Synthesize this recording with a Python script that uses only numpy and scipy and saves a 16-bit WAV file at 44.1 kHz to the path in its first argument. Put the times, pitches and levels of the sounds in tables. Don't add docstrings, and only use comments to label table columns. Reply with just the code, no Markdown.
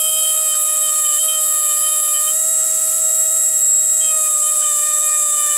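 import sys
import numpy as np
from scipy import signal
from scipy.fft import rfft, irfft, next_fast_len
from scipy.io import wavfile
from scipy.ndimage import uniform_filter1d, minimum_filter1d

SR = 44100
rng = np.random.default_rng(int(sys.argv[2]) if len(sys.argv) > 2 else 0)


def to_wav(s):
    ch = np.atleast_2d(s).T
    pcm = np.round(np.clip(ch, -1, 1) * 32767)
    wavfile.write(sys.argv[1], SR, pcm.astype(np.int16))


N = 245637


# (frequency [Hz], relative level [dB per Hz])
RUMBLE_COLOUR = [(25, -25), (60, -5.5), (130, -5), (240, 2), (320, 0), (430, -4.5), (560, -0.5), (730, -42)]
# (time [s], level [dB])
RUMBLE_SWELL = [(0, -57), (2.2, -57), (2.85, -54.8), (3.2, -56.6), (5.57, -56.5)]
# (time [s], share of the left-right difference [0-1])
OFF_CENTRE = [(0, .29), (2.9, .32), (4.1, .16), (5.57, .1)]
# (frequency [Hz], left minus right [dB])
BALANCE = [(200, 0), (650, 2), (1290, 0), (2380, -3), (4400, -1.5), (8100, -4), (15000, -.5)]

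# (time [s], speed [turns per s])
SPEED = [(0.05, 629.1), (0.44, 627.0), (0.52, 619.8), (0.84, 620.9), (0.9, 613.5), (0.97, 619.1),
         (1.11, 606.1), (1.17, 605.4), (1.2, 620.7), (1.25, 628.7), (1.72, 609.9), (1.86, 618.8),
         (2.2, 609.8), (2.31, 621.1), (2.39, 637.0), (4.03, 637.4), (4.12, 627.8), (4.42, 611.6),
         (4.54, 616.2), (4.8, 597.9), (4.85, 608.8), (5.0, 607.3), (5.03, 613.1), (5.5, 597.9)]
FREE_TURNS_PER_S = 637
LOAD_SAG_PERCENT = 3.76
# (start [s], length [s], time to bite [s])
CUTS = [(-0.1, 2.372, .05), (4.002, 1.7, .1)]
LIFT_S = 0.055
# (start [s], length [s], depth [0-1])
SKATES = [(-.05, 0.27, 0.8), (0.53, 0.043, 0.1), (0.974, .05, 0.05), (1.36, 0.067, 0.3), (4.27, 0.18, 0.98),
          (4.495, 0.12, 1), (4.686, 0.12, 0.57), (4.96, 0.043, .8), (5.2, .16, 0.52)]
SKATE_EDGE_S = 0.045
SKIP_S, SKIP_HALF_LENGTH_S = 1.21, 0.022

# (frequency [Hz], free [dB per Hz], first cut [dB per Hz], second cut [dB per Hz])
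HISS = [(800, -87, -90, -94), (1300, -84, -81, -82), (2200, -83, -84, -84), (3100, -80, -76, -80),
        (4000, -82, -81, -82), (5800, -77, -79, -78), (6800, -69, -69, -67), (7700, -52, -51, -50),
        (8500, -64, -60, -58), (9300, -69, -67, -69), (10100, -59, -57, -61), (11300, -64, -63, -64),
        (12200, -73, -64, -67), (13100, -65, -66, -73), (14200, -74, -72, -77), (15400, -77, -75, -77)]
# (time [s], gain [dB])
AIR = [(0, 3), (.5, 1), (1.1, 2), (1.9, 1.5), (2.5, 2.5), (2.87, 4), (3.55, -0.1), (4.2, 1), (4.65, 2.5),
       (5.2, 0.5), (5.57, 4.5)]
# (multiple of the speed, free [dB], first cut [dB], second cut [dB])
BEARING = [(2.115, -47, -50, -52), (4.46, -56, -62, -75), (8.67, -49, -53, -57), (10.03, -42, -57, -49),
           (11.42, -39, -44, -52), (11.64, -33, -42, -43), (11.83, -30, -39, -40), (12.2, -30, -28, -34),
           (12.42, -28, -26, -26), (12.64, -35, -32, -28), (12.81, -30, -24, -25), (13.03, -32, -39, -34),
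           (13.19, -41, -36, -35), (13.42, -38, -35, -32), (13.8, -51, -46, -39), (14.16, -47, -39, -39),
           (15.33, -39, -60, -62), (15.56, -33, -44, -52), (15.78, -35, -39, -42), (15.94, -39, -42, -43),
           (16.17, -33, -28, -29), (16.34, -44, -37, -35), (16.56, -40, -36, -41), (16.78, -44, -37, -41),
           (17.17, -45, -41, -45), (17.56, -39, -40, -47), (17.78, -40, -40, -46), (18.17, -40, -34, -38),
           (18.35, -51, -44, -46), (19.8, -55, -47, -55), (20.17, -58, -44, -49), (20.32, -38, -39, -52),
           (20.7, -40, -44, -52), (21.12, -41, -42, -45), (21.7, -48, -52, -51)]
# (start [s], length [s], level [dB])
WHISTLES = [(2.36, 0.46, -23), (2.98, 1.18, -18.5), (3.6, 0.215, -13.5)]
WHISTLE_MULTIPLE, WHISTLE_IDLE_DB = 12.03, -29
WHISTLE_ATTACK_S, WHISTLE_RELEASE_S = 0.036, 0.037
# (multiple of the speed, free [dB], first cut [dB], second cut [dB])
OVERTONES = [(7, -56, -48, -50), (8, -52, -45, -47), (9, -51, -52, -48), (10, -54, -49, -41),
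             (11, -37, -43, -40), (13, -44, -31, -26), (14, -44, -35, -30), (15, -48, -42, -39),
             (16, -51, -34, -35), (17, -42, -34, -39), (18, -44, -33, -35), (19, -55, -37, -38),
             (20, -42, -35, -42), (21, -48, -37, -41), (22, -60, -46, -47), (23, -58, -48, -46)]

# (start [s], length [s], strength of each knock [dB])
CATCHES = [(.535, .026, -30), (4.62, .007, -26)]
# (frequency [Hz], width [Hz], relative level [dB])
PART_MODES = [(1540, 250, -1), (3100, 500, 0), (4300, 900, -4)]
# (multiple of the speed, free [dB], first cut [dB], second cut [dB],
# change at full load [dB], change in a full skate [dB], wander in the cut [dB], roughness [0-1])
SHAFT_TONES = [(1, -37, -32, -31.5, -10, 1, 0.2, 0.17), (2, -43.5, -38, -36, 6.5, -2, 1.5, 0.19),
               (3, -46, -51, -48, 10.5, -12.5, 3, 0.28), (4, -59, -43, -37, -5.5, -10, 2.5, 0.29),
               (6, -42.5, -41, -40.5, 1.5, -2, 0.8, 0.37)]
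# (start [s], length [s], level [dB], roughness [0-1])
SQUEALS = [(-0.02, 0.33, -27, 0.1), (0.233, 0.054, -24, 0.3), (0.293, 0.1, -35.5, 0.2),
           (0.47, 0.063, -28, 0.3), (0.815, 0.064, -31, 0.4), (1.04, 0.2, -33, 0.72),
           (1.272, 0.043, -24, 0.2), (1.309, 0.066, -31, 0.2), (1.688, 0.028, -33, 0.86),
           (1.813, 0.11, -33.5, 0.63), (2.133, 0.035, -31, 0.4), (2.266, 0.024, -29, 0.1),
           (4, 0.094, -32, 0), (4.42, 0.062, -41, .3), (4.61, 0.073, -35, .8), (4.742, 0.15, -42, 0.9),
           (5.337, 0.12, -40, 0.2), (5.491, 0.032, -31.5, 0)]
SQUEAL_ATTACK_S, SQUEAL_RELEASE_S = 0.018, 0.036
# (free [dB], first cut [dB], second cut [dB])
SQUEAL_IDLE = [-61, -40.5, -48.5]
# (multiple of the speed, level relative to the squeal [dB])
SQUEAL_PARTNERS = [(7, -24), (8, -23)]
SQUEAL_FOURTH_DB = -16

# (free [dB], first cut [dB], second cut [dB])
SCREAM = [-17.5, -17, -15.5]
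# (time [s], level [dB])
RASP = [(0, -20), (.9, -23.5), (1.55, -22), (1.9, -20.5), (2.3, -22), (2.65, -25.5), (2.95, -24.5),
        (3.4, -25), (4.05, -26.5), (4.3, -23), (4.9, -25), (5.57, -25)]
SCREAM_LOW_HZ, RASP_LOW_HZ = 6500, 9200
HUM_DIP_S, HUM_DIP_LENGTH_S, HUM_DIP_EDGE_S, HUM_DIP_DB, HUM_TOP_HZ = 3.39, 0.686, 0.069, -4.5, 1600
CUTOFF_HZ = 15750


def from_db(db):
    return 10 ** (np.asarray(db) / 20)


def rms_one(x):
    return x / np.sqrt(np.mean(x ** 2) + 1e-20)


def in_time(rows):
    s, *columns = np.transpose(rows)
    return [np.interp(np.arange(N) / SR, s, column) for column in columns]


def at_hz(points, hz, column=1):
    points = np.array(points)
    return np.interp(np.log(hz + 1), np.log(points[:, 0]), points[:, column])


def shaped(x, gain_at):
    size = next_fast_len(N + 4096)
    hz = np.arange(size // 2 + 1) * SR / size
    return irfft(rfft(x, size) * gain_at(hz), size)[..., :N]


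def drift(rate):
    step = 40
    r = np.exp(-2 * step * np.pi * abs(rate) / SR)
    noise = rng.standard_normal(N // step + 2002)
    slow = signal.lfilter([1], [1, -2 * r, r * r], noise)[2000:]
    return np.interp(np.arange(N) / step, np.arange(len(slow)), rms_one(slow))


def gate(start, length, attack_s, release_s):
    s = np.arange(N) / SR - start
    return np.clip(np.minimum(s / attack_s, 1 - (s - length) / release_s), 0, 1)


def held_at(x, level_db, window_s):
    power = uniform_filter1d(x ** 2, max(int(window_s * SR), 2))
    return x * from_db(level_db) / np.sqrt(power + 1e-12)


def tone(angle, rough, flutter_hz):
    rough = np.clip(rough, 0, 1)
    along = np.sqrt(2 * (1 - rough ** 2)) + rough * drift(flutter_hz)
    across = rough * drift(flutter_hz)
    angle = ((angle + 2 * np.pi * rng.random()) % (2 * np.pi)).astype(np.float32)
    return along * np.cos(angle) + across * np.sin(angle)


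def partials(table, angle, shares, rough, flutter_hz):
    out = np.zeros(N)
    for multiple, *levels_db in table:
        out += (from_db(levels_db) @ shares) * tone(multiple * angle, rough, flutter_hz)
    return out


def shop_rumble():
    noise = rng.standard_normal((2, N))
    shop = shaped(noise, lambda hz: from_db(at_hz(RUMBLE_COLOUR, hz)) / (1 + (hz / 700) ** 10))
    middle, side = from_db(in_time(RUMBLE_SWELL)[0]) * rms_one(shop)
    return middle, shaped(side, lambda hz: hz / 3800)


def side_scatter(x, level_db, t60, count=60):
    delays = rng.uniform(0.0025, 0.064, (2, count))
    copies = np.zeros((2, int(delays.max() * SR) + 1))
    for side, delay in zip(copies, delays):
        side[(delay * SR).astype(int)] = rng.standard_normal(count) * from_db(-60 * delay / t60)
    copies /= np.linalg.norm(copies, axis=1, keepdims=True)
    return from_db(level_db) * signal.fftconvolve(x[None], copies, axes=1)[:, :N]


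def hiss(angle, shares):
    contact = 1 - shares[0]
    noise = rng.standard_normal(N) * np.sqrt(SR / 2)
    noise = noise * (1 + 0.4 * contact * np.cos(angle)) * from_db(1.2 * drift(rate=150))
    noise = shaped(noise, lambda hz: hz ** 3 / (hz ** 3 + 560 ** 3))
    noise = shaped(noise, lambda hz: from_db(np.interp(hz, [12000, 15500], [0, 2.2])))
    colours = [shaped(noise, lambda hz: from_db(at_hz(HISS, hz, column=k + 1))) for k in range(len(shares))]
    air_db, = in_time(AIR)
    return from_db(air_db) * np.sum(np.sqrt(shares) * colours, axis=0)


def whistle_strength():
    each = [from_db(db) * gate(start, length, WHISTLE_ATTACK_S, WHISTLE_RELEASE_S)
            for start, length, db in WHISTLES]
    return np.max(each, axis=0)


def bearings(angle, shares, whistling):
    contact = 1 - shares[0]
    slipping = angle + (0.02 + 0.025 * contact) * drift(rate=12)
    whistle = tone(WHISTLE_MULTIPLE * slipping, rough=0.3 + 0.3 * contact, flutter_hz=20)
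    whistle = np.maximum(whistling, from_db(WHISTLE_IDLE_DB)) * whistle
    return whistle + partials(BEARING, slipping, shares, rough=0.42 + 0.25 * contact, flutter_hz=17)


def catches(angle):
    knocks = np.diff(angle // (4 * np.pi), prepend=0)
    s = np.arange(N) / SR
    force = sum(from_db(db) * ((s >= start) & (s < start + length)) for start, length, db in CATCHES)
    out = np.zeros(N)
    for hz, width, db in PART_MODES:
        r, w = np.exp(-np.pi * width / SR), 2 * np.pi * hz / SR
        ringing = [0, np.sin(w)], [1, -2 * r * np.cos(w), r * r]
        out += from_db(db) * signal.lfilter(*ringing, knocks * force + 1e-18)
    no_bass = signal.butter(2, 1300, "high", fs=SR, output="sos")
    return signal.sosfilt(no_bass, out)


def spindle(angle, shares, load, squealing):
    s = np.arange(N) / SR
    biting = 1 - np.exp(-((s - SKIP_S) / SKIP_HALF_LENGTH_S) ** 4)
    skating = sum(depth * gate(start, length, SKATE_EDGE_S, SKATE_EDGE_S) for start, length, depth in SKATES)
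    out = np.zeros(N)
    for multiple, *levels_db, load_db, skate_db, wander_db, rough in SHAFT_TONES:
        wander = wander_db * (1 - shares[0]) * np.tanh(drift(rate=15))
        change_db = load_db * load + skate_db * skating + wander
        level = (from_db(levels_db) @ shares) * from_db(change_db)
        if multiple == 4:
            level = np.hypot(level, from_db(SQUEAL_FOURTH_DB) * squealing)
        if multiple in (2, 3, 4):
            level = level * biting
        out += level * tone(multiple * angle, rough, flutter_hz=15)
    return out


def squeals():
    each = np.array([from_db(db) * gate(start, length, SQUEAL_ATTACK_S, SQUEAL_RELEASE_S)
                     for start, length, db, _ in SQUEALS])
    roughness = np.array(SQUEALS)[:, -1]
    return each.max(axis=0), roughness @ each / (each.sum(axis=0) + 1e-12)


def chatter(angle, shares, squealing, squeal_rough):
    fifth = 5 * angle
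    out = (from_db(SQUEAL_IDLE) @ shares) * tone(fifth, rough=0.61, flutter_hz=35)
    out += squealing * tone(fifth, squeal_rough, flutter_hz=39.7)
    for multiple, db in SQUEAL_PARTNERS:
        out += from_db(db) * squealing * tone(multiple * angle, rough=0.39, flutter_hz=22)
    return out


def grinder():
    speed, = in_time(SPEED)
    angle = 2 * np.pi * np.cumsum(speed) / SR
    first_cut, second_cut = [gate(start, length, bite_s, LIFT_S) for start, length, bite_s in CUTS]
    shares = np.clip([1 - first_cut - second_cut, first_cut, second_cut], 0, 1)
    contact = 1 - shares[0]
    sag_percent = 100 * (1 - speed / FREE_TURNS_PER_S)
    load = contact * np.tanh(sag_percent / LOAD_SAG_PERCENT)
    whistling = whistle_strength()
    squealing, squeal_rough = squeals()

    overtones = partials(OVERTONES, angle, shares, rough=0.55, flutter_hz=12)
    tones = overtones + bearings(angle, shares, whistling)
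    air = hiss(angle, shares)

    surge = from_db(1.5 * contact * drift(rate=6.6) + 0.39 * shares[0])
    middle_tones = surge * shaped(tones, lambda hz: hz < SCREAM_LOW_HZ)
    low_tones = spindle(angle, shares, load, squealing) + middle_tones
    dip = from_db(HUM_DIP_DB * gate(HUM_DIP_S, HUM_DIP_LENGTH_S, HUM_DIP_EDGE_S, HUM_DIP_EDGE_S))
    low_tones = low_tones + (dip - 1) * shaped(low_tones, lambda hz: hz < HUM_TOP_HZ)
    body = low_tones + from_db(-0.37) * shaped(air, lambda hz: hz < SCREAM_LOW_HZ)

    scream = shaped(tones + air, lambda hz: (hz >= SCREAM_LOW_HZ) & (hz < RASP_LOW_HZ))
    scream_db = 20 * np.log10(np.hypot(from_db(SCREAM) @ shares, whistling))
    scream = held_at(scream, scream_db + 0.76 * drift(rate=8.2), window_s=0.075)

    bite = from_db(1.53 * drift(rate=32) * contact)
    rasp = shaped(tones * bite * from_db(3) + air, lambda hz: hz >= RASP_LOW_HZ)
    rasp_db, = in_time(RASP)
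    rasp = from_db(2.0) * held_at(rasp, rasp_db + 1.1 * drift(rate=14), window_s=0.33)
    return chatter(angle, shares, squealing, squeal_rough) + catches(angle) + body + scream + rasp


def scene():
    shop_middle, shop_side = shop_rumble()
    tool = grinder()
    tool_side = shaped(tool, lambda hz: np.tanh(np.log(from_db(at_hz(BALANCE, hz))) / 2))
    side = tool_side * in_time(OFF_CENTRE)[0] + shop_side
    left_right = side * [[1], [-1]]
    return tool + shop_middle + left_right + side_scatter(tool, level_db=-21.5, t60=1.0)


def limiter(x, ceiling_db, hold_s):
    size = max(int(hold_s * SR), 2)
    allowed = np.minimum(1, from_db(ceiling_db) / (np.abs(x).max(axis=0) + 1e-9))
    return x * uniform_filter1d(minimum_filter1d(allowed, size), size)


def record(dry):
    held = limiter(dry, ceiling_db=-6.0, hold_s=0.0056)
    return shaped(held, lambda hz: np.clip((CUTOFF_HZ - hz) / 100 + 0.5, 0, 1))


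dry = scene()
out = record(dry)
to_wav(out)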